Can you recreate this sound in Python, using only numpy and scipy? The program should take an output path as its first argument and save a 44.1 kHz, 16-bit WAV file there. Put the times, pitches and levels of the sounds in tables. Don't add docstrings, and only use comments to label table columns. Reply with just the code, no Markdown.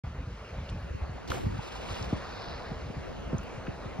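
import sys
import numpy as np
from scipy import signal
from scipy.fft import rfft, irfft, next_fast_len
from scipy.io import wavfile
from scipy.ndimage import uniform_filter1d, map_coordinates

SR = 44100
rng = np.random.default_rng(int(sys.argv[2]) if len(sys.argv) > 2 else 0)


def pcm_store(signal):
    levels = np.round(np.clip(np.atleast_2d(signal), -1, 1) * 32767)
    wavfile.write(sys.argv[1], SR, levels.astype(np.int16).T)


N = 176400

# time in seconds, level in dB.
RUMBLE_DB = [(0, -41.5), (.25, -38), (.45, -46), (.62, -38), (.85, -40.5), (.99, -52), (1.06, -39),
             (1.17, -41), (1.26, -45.5), (1.31, -38.5), (1.4, -40), (1.58, -33), (1.67, -52.5),
             (2.0, -38.5), (2.3, -47), (2.8, -42.5), (3.05, -47.5), (3.39, -37), (3.52, -58), (3.62, -49),
             (4, -41.5)]
FLUTTER_DB = [(0, -91), (.75, -67), (.92, -46.5), (1.1, -50), (1.25, -47), (1.46, -38), (1.68, -50),
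              (2.08, -43.5), (2.3, -49), (2.9, -52), (3.08, -43.5), (3.45, -46.5), (3.78, -51), (4, -44)]
SLOSH_DB = [(0, -72.5), (1.55, -57.5), (1.9, -48.5), (2.8, -48), (3.4, -50), (4, -47.5)]
WASH_DB = [(0, -49), (.7, -47), (1.2, -47), (1.55, -45.5), (2.0, -43.5), (2.5, -45.5), (3.0, -46),
           (3.5, -45.5), (4, -46)]
SPRAY_DB = [(1.27, -91), (1.3, -46), (1.5, -57.5), (1.58, -51), (1.68, -45.5), (1.82, -48), (1.9, -42),
            (1.97, -43), (2.04, -45), (2.15, -52.5), (2.6, -92.5)]
# frequency in Hz, relative density in dB.
RUMBLE_SPECTRUM_DB = [(15, -41), (30, -13.5), (50, 2.5), (75, -1), (120, -7.5), (190, -11), (300, -22),
                      (700, -55.5), (2000, -78)]
FLUTTER_SPECTRUM_DB = [(40, -42.5), (110, -4), (210, 1.5), (350, -2), (550, -7.5), (900, -14), (1500, -26),
                       (4000, -70.5)]
SLOSH_SPECTRUM_DB = [(100, 1.5), (260, 0), (480, 1), (700, -0.5), (1300, -10.5), (3000, -61.5)]
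WASH_SPECTRUM_DB = [(60, -8), (300, -7.5), (520, 0.5), (800, -3), (1350, -6), (2000, -10.5), (2800, -12),
                    (3600, -19.5), (4400, -19.5), (5400, -23), (7000, -26), (11000, -35), (13500, -33),
                    (15000, -45)]
FOAM_SPECTRUM_DB = [(300, -18), (800, 1), (1300, -3), (2000, -9), (3000, -14.5), (3800, -7), (4600, -8),
                    (5400, -11.5), (7000, -44), (15000, -54)]
SPRAY_SPECTRUM_DB = [(150, -15), (500, 0), (800, 0.5), (1300, -5.5), (2000, -9.5), (2800, -4.5),
                     (4400, -11), (7000, -17.5), (9000, -19), (12000, -31), (15000, -39)]
SPLASH_SPECTRUM_DB = [(60, -14), (250, -0.5), (500, -0.5), (850, -5), (1300, -13), (2000, -12),
                      (3600, -18.5), (5400, -23.5), (7000, -20), (9000, -22), (13500, -29), (15500, -40)]
# frequency in Hz, correlation before the phase shift.
WASH_CORR = [(100, 1), (600, 0.74), (1500, 0.91), (2400, 1), (3400, 0.69), (4200, 0.9), (5200, 0.27),
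             (6500, 1), (8500, 1), (11500, 1), (13500, 0.89)]
SPLASH_CORR = [(80, .9), (250, -0.85), (700, -1), (1300, .9), (2800, 1), (4200, 1), (5200, 0.69),
               (7500, 0.92), (8600, 1), (11500, 1), (13000, 0.1)]
# frequency in Hz, lead of the left in radians.
WASH_LEAD_RAD = [(1300, 0.14), (2000, 0.68), (3000, 1.92), (3900, 0.85), (4500, 1.1), (5100, 1.55),
                 (6200, 1.76), (8200, np.pi)]
DROP_LEAD_RAD = [(2000, 0.12), (12000, 2.8)]
SPRAY_LEAD_RAD = [(1200, 0.22), (2000, 1.1), (3200, 2.65), (3900, 0.89), (4500, 0.25), (5200, 0.74),
                  (6200, 3.3), (8000, np.pi)]
SPLASH_LEAD_RAD = [(1300, -1), (2800, -0.5), (4500, 0), (5400, 1), (7500, 4), (8600, np.pi)]
# start in seconds, level in dB, starting pitch in Hz,
# length in seconds, share of antiphase noise.
EDDIES = [(0.036, -29, 187, 0.024, 0.0073), (0.268, -31, 162, 0.027, 0.0077),
          (0.58, -26.5, 107, 0.024, 0.016), (0.763, -30, 160, 0.015, 0.025),
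          (0.904, -27.5, 75, 0.022, 0.062), (0.947, -25, 95, 0.011, 0.071),
          (1.016, -23, 68.5, 0.027, 0.021), (1.092, -29.5, 161, 0.019, 0.046),
          (1.301, -23.5, 80, 0.017, 0.27), (1.397, -35, 330, 0.0068, 1.4), (1.441, -27, 70.4, 0.028, 0.18),
          (1.464, -18.5, 136, 0.02, 0.15), (1.586, -30, 195, 0.017, 0.5), (1.901, -34, 177, 0.04, 0.11),
          (2.009, -29.5, 150, 0.021, 0.077), (2.1263, -18, 540, 0.015, 0.11),
          (2.714, -27, 278, 0.018, 0.13), (2.899, -32.5, 300, 0.013, 0.39), (2.967, -27.5, 202, 0.02, 0.11),
          (3.329, -21.5, 560, 0.017, 0.12), (3.343, -19, 210, 0.011, 0.35),
          (3.572, -33.5, 189, 0.022, 0.11), (3.681, -26.5, 340, 0.016, 0.55),
          (3.853, -32.5, 236, 0.028, 0.38), (3.987, -20.5, 230, 0.063, 0.15)]
# midpoint in seconds, length in seconds, band centre in Hz.
HOLLOWS = [(.95, 0.094, 750), (1.421, 0.044, 580), (1.504, 0.072, 650)]
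# start in seconds, level in dB, band centre in Hz, decay constant in seconds.
DROPS = [(0.689, -44, 3200, 0.007), (0.697, -53, 6100, .006), (1.275, -46, 4270, 0.016),
         (1.302, -33.5, 3920, 0.0027), (1.315, -36.5, 2650, 0.002), (1.318, -48, 5800, 0.0012),
         (1.886, -41, 2770, 0.0037), (1.943, -39.5, 3380, .005), (1.967, -42, 2680, .004),
         (2.026, -39, 4530, 0.0027), (3.383, -54.5, 11100, 0.0014), (3.434, -49, 12000, 0.0016),
         (3.668, -39.5, 2000, 0.006)]
# start in seconds, level in dB, pitch in Hz, decay constant in seconds.
AIR_POCKETS = [(1.18, -38.5, 720, 0.0044), (1.3182, -18.5, 1333, 0.0014), (1.322, -33.5, 510, .008),
               (1.341, -29.5, 460, 0.0042), (1.369, -34.5, 688, 0.014), (1.592, -31.5, 830, 0.0044),
               (1.756, -30, 924, 0.0011), (3.383, -34.5, 6200, 0.0013)]
# start in seconds, relative level in dB, attack and decay constant in seconds.
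SURGES = [(1.275, -40, .002, .022), (1.301, -30, .003, .008), (1.312, -35.5, .028, .072),
          (1.317, -36, .002, .005)]

ANTIPHASE = np.array([[1], [-1]])
BUBBLE_GLIDE_PER_S = 4.4


def amp(db):
    return 10 ** (np.asarray(db) / 20)


def unit(x):
    return x / np.sqrt(np.mean(x ** 2) + 1e-20)


def at_hz(rows, hz):
    knots_hz, values = np.transpose(rows)
    return np.interp(np.log(hz + 1), np.log(knots_hz + 1), values)


def since(start_s):
    return np.maximum(np.arange(N) / SR - start_s, 0)


def curve(rows):
    return np.interp(since(0), *np.transpose(rows))


def wobble(knots_per_s):
    knots = rng.standard_normal(int(N * knots_per_s / SR) + 4)
    return map_coordinates(knots, [np.arange(N) * knots_per_s / SR])


def filtered(x, response):
    size = next_fast_len(N + SR // 4)
    return irfft(rfft(x, size) * response(np.fft.rfftfreq(size, 1 / SR)), size)[..., :N]


def burst(t, attack_s, decay_s):
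    return np.minimum(t / attack_s, 1) * np.exp(-np.maximum(t - attack_s, 0) / decay_s)


def ports(x, lead_rad):
    return filtered(x, lambda hz: np.exp(.5j * at_hz(lead_rad, hz) * ANTIPHASE))


def patter(hits_per_s, spread_db, hiss_db):
    hits = (rng.random((2, N)) < hits_per_s / SR) * rng.choice([-1, 1], (2, N))
    size = amp(spread_db * np.minimum(rng.standard_exponential((2, N)), 3))
    return unit(hits * size) + amp(hiss_db) * rng.standard_normal((2, N))


def water(pair, spectrum_db, corr, lead_rad):
    def response(hz):
        angle = np.arccos(np.clip(at_hz(corr, hz), -1, 1)) / 2
        return amp(at_hz(spectrum_db, hz)) * [np.cos(angle), np.sin(angle)]
    mid, side = filtered(pair, response)
    return unit(ports(np.array([mid + side, mid - side]), lead_rad))


def turbulence(spectrum_db, lumps_db, lumps_per_s):
    noise = unit(filtered(rng.standard_normal(N), lambda hz: amp(at_hz(spectrum_db, hz))))
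    return unit(noise * amp(lumps_db * wobble(lumps_per_s)))


def wind():
    rumble = amp(curve(RUMBLE_DB)) * turbulence(RUMBLE_SPECTRUM_DB, lumps_db=3.5, lumps_per_s=25)
    flutter = amp(curve(FLUTTER_DB)) * turbulence(FLUTTER_SPECTRUM_DB, lumps_db=1.5, lumps_per_s=34)
    return rumble + flutter * ANTIPHASE


def thumps(end_hz=65.5, slowing_cycles=2.4, roughness=.13):
    out, t = np.zeros((2, N + SR)), np.arange(SR // 5) / SR
    hz = np.fft.rfftfreq(len(t), 1 / SR)
    for start_s, db, start_hz, length_s, share in EDDIES:
        pitch_hz = end_hz + (start_hz - end_hz) * np.exp(-t * start_hz / slowing_cycles)
        swing = np.sin(2 * np.pi * np.cumsum(pitch_hz) / SR)
        band = (hz / start_hz) / (1 + (hz / start_hz) ** 4)
        mid, side = unit(irfft(rfft(rng.standard_normal((2, len(t)))) * band, len(t)))
        envelope = amp(db) * burst(t, attack_s=.26 * length_s, decay_s=.86 * length_s)
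        start = round(start_s * SR)
        out[:, start:start + len(t)] += envelope * (swing + roughness * mid + share * side * ANTIPHASE)
    return out[:, :N]


def slosh():
    noise = rng.standard_normal((2, N))
    return amp(curve(SLOSH_DB)) * water(noise, SLOSH_SPECTRUM_DB, WASH_CORR, WASH_LEAD_RAD)


def shore(patchy_db=1.78, swell_db=-.52):
    cells = signal.stft(rng.standard_normal((2, N)), nperseg=512)[2]
    patches = uniform_filter1d(rng.standard_normal(cells.shape[1:]), size=6, axis=0)
    patches = uniform_filter1d(patches, size=12, axis=1)
    pair = signal.istft(cells * amp(patchy_db * unit(patches)), nperseg=512)[1][:, :N]
    envelope = amp(curve(WASH_DB) + swell_db * wobble(7.32))
    return envelope * water(pair, WASH_SPECTRUM_DB, WASH_CORR, WASH_LEAD_RAD)


def droplets(width_oct=.41, attack_s=.0008):
    out = np.zeros(N)
    for start_s, db, centre_hz, decay_s in DROPS:
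        band = lambda hz: np.exp(-.5 * (np.log2((hz + 1) / centre_hz) / width_oct) ** 2)
        tick = unit(filtered(rng.standard_normal(N), band))
        out += amp(db) * burst(since(start_s), attack_s, decay_s) * tick
    return ports(out, DROP_LEAD_RAD)


def foam(peak_s=2.454, peak_db=-45.5, half_width_s=.2):
    envelope = amp(peak_db) / (1 + ((since(0) - peak_s) / half_width_s) ** 2)
    pops = patter(hits_per_s=2500, spread_db=7.5, hiss_db=-3)
    return envelope * water(pops, FOAM_SPECTRUM_DB, SPLASH_CORR, SPRAY_LEAD_RAD)


def spray(clump_db=2):
    envelope = amp(curve(SPRAY_DB) + clump_db * wobble(70))
    impacts = patter(hits_per_s=650, spread_db=1, hiss_db=3.5)
    return envelope * water(impacts, SPRAY_SPECTRUM_DB, SPLASH_CORR, SPRAY_LEAD_RAD)


def bubble_cycles(t, pitch_hz):
    return pitch_hz * t * (1 + BUBBLE_GLIDE_PER_S * t / 2)


def plops(attack_cycles=1.8):
    out = np.zeros(N)
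    for start_s, db, pitch_hz, decay_s in AIR_POCKETS:
        t = since(start_s)
        ring = np.sin(2 * np.pi * bubble_cycles(t, pitch_hz))
        out += amp(db) * burst(t, attack_cycles / pitch_hz, decay_s) * ring
    return ports(out, SPLASH_LEAD_RAD)


def gurgle(start_s=1.298, gain_db=-32.5, count=140, centre_hz=594, spread_oct=.71, decay_cycles=5):
    out, t = np.zeros(N + SR), np.arange(SR // 16) / SR
    onsets = round(start_s * SR) + rng.integers(SR // 2, size=count)
    gains = rng.uniform(.3, 1, count)
    pitches_hz = centre_hz * 2 ** (spread_oct * np.clip(rng.standard_normal(count), -2, 2))
    for onset, gain, pitch_hz in zip(onsets, gains, pitches_hz):
        cycles = bubble_cycles(t, pitch_hz)
        envelope = np.exp(-cycles / decay_cycles) * (1 - np.exp(-2 * cycles))
        out[onset:onset + len(t)] += gain * envelope * np.sin(2 * np.pi * cycles)
    return amp(gain_db) * burst(since(start_s), attack_s=.06, decay_s=.022) * out[:N]


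def dive(gain_db=-1.5):
    envelope = sum(amp(gain_db + db) * burst(since(start_s), attack_s, decay_s)
                   for start_s, db, attack_s, decay_s in SURGES)
    impacts = patter(hits_per_s=2700, spread_db=-4, hiss_db=-9)
    return envelope * water(impacts, SPLASH_SPECTRUM_DB, SPLASH_CORR, SPLASH_LEAD_RAD)


def hollowed(x, width_oct=.43, side_gain=.6):
    out, mid = x.copy(), x.mean(axis=0)
    for mid_s, length_s, centre_hz in HOLLOWS:
        band = filtered(mid, lambda hz: np.exp(-(np.log2((hz + 1) / centre_hz) / width_oct) ** 2))
        depth = np.exp(-(2 * (since(0) - mid_s) / length_s) ** 4)
        out += depth * band * (side_gain * ANTIPHASE - 1)
    return out


def scene():
    sea = shore() + slosh()
    splash = gurgle() + dive() + spray() + foam() + plops()
    return hollowed(sea + splash + droplets() + wind() + thumps())


def record(dry, start_s=.036, fade_s=.004, cutoff_hz=15700):
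    fade = np.minimum(since(start_s) / fade_s, 1)
    return filtered(dry * fade, lambda hz: hz < cutoff_hz)


dry = scene()
out = record(dry)
pcm_store(out)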